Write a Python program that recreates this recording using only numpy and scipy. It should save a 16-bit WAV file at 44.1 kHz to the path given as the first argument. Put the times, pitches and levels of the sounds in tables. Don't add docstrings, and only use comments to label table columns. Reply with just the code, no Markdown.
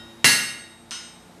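import sys
import numpy as np
from scipy import signal
from scipy.fft import irfft
from scipy.io import wavfile

SR = 44100
rng = np.random.default_rng(int(sys.argv[2]) if len(sys.argv) > 2 else 0)


def transcribe(u):
    v = np.clip(np.atleast_2d(u).T, -1, 1)
    q = np.round(v * 32767).astype(np.int16)
    wavfile.write(sys.argv[1], SR, q)


N = 61739
TIME_S, BINS_HZ = np.arange(N) / SR, np.fft.rfftfreq(N, 1 / SR)

# freq_hz, relative_density_db
AIR_SPECTRUM = [(25, -44), (50, -11), (100, -13), (230, -5.5), (400, -12), (800, -10), (1500, -16),
                (2400, -19.5), (4000, -22.5), (8500, -27), (12500, -31.5), (15000, -50)]
# time_s, level_db
AIR_ENVELOPE = [(0, -49.5), (.75, -54), (1.1, -52), (1.4, -51.5)]
# pitch_hz, first_db, last_db
HUM_PARTIALS = [(55.4, -72, -70), (89, -61, -67.5), (122, -63.5, -67), (154.5, -66, -68), (178, -83, -54.5),
                (231, -49.5, -65.5), (239, -65, -62.5), (339.5, -54, -67), (436, -76, -61.5),
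                (565, -63.5, -77), (692, -73, -66), (877, -66.5, -66.5)]
# start_s, level_db
SOFT_KNOCKS = [(1.295, -47), (1.375, -46)]
# pitch_hz, initial_db
LINGERING_MODES = [(1437, -52), (1884, -50.5), (2768, -54.5), (3128, -53), (3768, -44.5), (5226, -52.5),
                   (8281, -72)]
# freq_hz, heavy_relative_db, clink_relative_db, t60_s
CLANG_BANDS = [(29.8, -24, -42, .6), (79, -10, -29, 0.66), (130, -1.5, -12, 0.57), (235, 3, -12, 0.7),
               (440, -8.5, -11, 0.75), (640, -10, -13.5, 0.82), (1050, -2.5, -0.5, 0.57),
               (1360, -0.5, 1, 0.71), (1650, -1, -4, 0.7), (2090, 5.5, 1, 0.78), (2450, -2, -3, 0.68),
               (2850, 2.5, 3.5, 0.68), (3450, -3.5, -0.5, 0.66), (4300, -2, 2.5, 0.58),
               (6530, -3.5, -10.5, .55), (7740, -4.5, -17, .52), (7720, -4, -23, .5),
               (8230, -0.5, -23, 0.64), (8900, -11, -25, 0.42), (9440, -6, -14, 0.57),
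               (10400, -2, -17, 0.45), (10850, -14, -23, .44), (11400, -12, -23, .42),
               (12000, -7, -27, 0.56), (12700, -21, -30, 0.43), (13600, -15, -35, .3),
               (14900, -18, -22, .33)]
STEEL_MODES = {1437: (0.76, -32, -46), 1675: (0.59, -22.5, -55), 1884: (0.68, -24, -64),
               1973: (0.22, -40, -69), 2007: (.28, -21.5, -65), 2126: (0.62, -24.5, -65),
               2751: (0.59, -21.5, -61), 2768: (0.71, -26.5, -71), 2865: (0.68, -29.5, -43.5),
               3128: (0.66, -39, -45), 3768: (1.28, -35, -45), 4034: (0.47, -22, -48),
               4431: (0.56, -22, -61), 4448: (0.71, -30.5, -66), 4864: (.55, -33, -49),
               5226: (0.62, -25, -38), 5888: (0.32, -31, -47), 6089: (0.6, -25.5, -39),
               6426: (0.7, -35, -51), 6594: (0.45, -30.5, -68), 6707: (0.58, -35.5, -42),
               7151: (0.32, -32, -51), 7246: (0.38, -32, -59), 8281: (0.92, -26.5, -39.5),
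               8374: (.54, -26, -72), 9525: (0.53, -33.5, -77), 9695: (0.37, -49, -51.5),
               10104: (0.3, -26, -66), 10172: (0.35, -28, -73), 10325: (0.27, -27, -69),
               10546: (0.68, -46, -59), 11041: (0.57, -33, -67), 11166: (0.64, -29, -58),
               11563: (.47, -37, -73), 11944: (.35, -29.5, -80), 12297: (0.59, -42, -68),
               12415: (0.32, -36, -80), 13000: (.43, -47, -86), 13530: (.35, -49, -84),
               13700: (.32, -43, -84)}
# start_s, level_db, decay_s, centre_hz, width_oct
STEEL_CONTACTS = [(.2438, -5.5, .0018, 2600, .88), (.2445, -15, .01, 2050, .14),
                  (.2568, -15, .0007, 5300, .4), (.9090, -21.5, .0007, 4200, .53),
                  (.9158, -25, .0007, 3700, .42)]

HEAVY_START_S, CLINK_START_S = 0.2438, 0.9090
HEAVY_RISE_S, CLINK_RISE_S = 0.0037, 0.003
BEAT_DEPTH, BEAT_HZ = 0.32, 13.1
ROOM_HOLD_S = 0.077
HAMMER_REST_DB_PER_S = 20.5
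STAND_HZ, STAND_DB, STAND_T60_S = 136, -36.5, 0.81


def amp(db):
    return 10 ** (np.asarray(db) / 20)


def log_interp(hz, points_hz, values):
    return np.interp(np.log(hz + 1), np.log(np.asarray(points_hz) + 1), values)


def add(mix, start_s, sound):
    part = mix[round(start_s * SR):]
    part += sound[:len(part)]


def noise(bin_gain):
    x = irfft(bin_gain * np.exp(2j * np.pi * rng.random(len(BINS_HZ))), N)
    return x / np.sqrt(np.mean(x ** 2) + 1e-20)


def wavering_tone(pitch_hz, depth, waver_hz):
    rates_hz = waver_hz * rng.uniform(-0.975, 1, 8)
    coarse_s = TIME_S[::100]
    phasors = np.exp(2j * np.pi * (rates_hz[:, None] * coarse_s + rng.random((8, 1))))
    drift = phasors.sum(0) / np.sqrt(len(rates_hz))
    swing = np.interp(TIME_S, coarse_s, 1 + depth * drift)
    return abs(swing) * np.sin(2 * np.pi * (pitch_hz * TIME_S + rng.random()) + np.angle(swing))


def burst(level_db, decay_s, centre_hz, width_oct):
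    decay = np.exp(-TIME_S / decay_s)
    band = np.exp(-0.5 * (np.log2((BINS_HZ + 1) / centre_hz) / width_oct) ** 2)
    puff = noise(band) * decay * (1 - np.exp(-2 * TIME_S * centre_hz))
    return amp(level_db) * puff * np.linalg.norm(decay) / np.linalg.norm(puff)


def workshop():
    air_db = np.interp(TIME_S, *np.transpose(AIR_ENVELOPE))
    out = amp(air_db) * noise(amp(log_interp(BINS_HZ, *np.transpose(AIR_SPECTRUM))))
    for pitch_hz, first_db, last_db in HUM_PARTIALS:
        hum = np.sqrt(2) * wavering_tone(pitch_hz, depth=0.25, waver_hz=5.12)
        out += amp(np.linspace(first_db, last_db, N)) * hum
    for start_s, level_db in SOFT_KNOCKS:
        add(out, start_s, burst(level_db, decay_s=0.0068, centre_hz=230, width_oct=0.9))
    return out


def lingering_ring():
    out = np.zeros(N)
    for pitch_hz, initial_db in LINGERING_MODES:
        t60_s = STEEL_MODES[pitch_hz][0]
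        out += amp(initial_db - 60 * TIME_S / t60_s) * wavering_tone(pitch_hz, BEAT_DEPTH, BEAT_HZ)
    return out


def clang(blow, level_db):
    bands_hz, heavy_db, clink_db, t60_s = np.transpose(CLANG_BANDS)
    spectrum_db = log_interp(BINS_HZ, bands_hz, heavy_db if blow == "heavy" else clink_db)
    freq_hz, frame_s, frames = signal.stft(noise(amp(spectrum_db)), SR, nperseg=512, noverlap=384)
    decay = amp(-60 * frame_s / log_interp(freq_hz, bands_hz, t60_s)[:, None])
    return amp(level_db) * signal.istft(frames * decay, SR, nperseg=512, noverlap=384)[1][:N]


def steel_ring(blow, damping_db_per_s=0):
    fading_s = np.hypot(TIME_S, ROOM_HOLD_S) - ROOM_HOLD_S
    out = np.zeros(N)
    for pitch_hz, (t60_s, heavy_db, clink_db) in STEEL_MODES.items():
        initial_db = heavy_db if blow == "heavy" else clink_db
        loss_db = (60 / t60_s + damping_db_per_s) * fading_s
        out += amp(initial_db - loss_db) * wavering_tone(pitch_hz, BEAT_DEPTH, BEAT_HZ)
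    return out


def stand_boom():
    return amp(STAND_DB - 60 * TIME_S / STAND_T60_S) * np.sin(2 * np.pi * STAND_HZ * TIME_S)


def hammer():
    heavy = steel_ring("heavy") + clang("heavy", level_db=-14) + stand_boom()
    clink = steel_ring("clink", HAMMER_REST_DB_PER_S) + clang("clink", level_db=-35)
    thud = burst(level_db=-12, decay_s=0.0032, centre_hz=790, width_oct=1.24)
    out = np.zeros(N)
    add(out, HEAVY_START_S, heavy * (1 - np.exp(-TIME_S / HEAVY_RISE_S)) + thud)
    add(out, CLINK_START_S, clink * (1 - np.exp(-TIME_S / CLINK_RISE_S)))
    for start_s, level_db, decay_s, centre_hz, width_oct in STEEL_CONTACTS:
        add(out, start_s, burst(level_db, decay_s, centre_hz, width_oct))
    return out


def scene():
    return (hammer() + lingering_ring() + workshop())[None]


def record(dry):
    lowpass = signal.firwin(301, 15000, window=("kaiser", 9), fs=SR)
    return signal.oaconvolve(np.clip(dry, -1, 1), lowpass[None], "same")


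dry = scene()
out = record(dry)
transcribe(out)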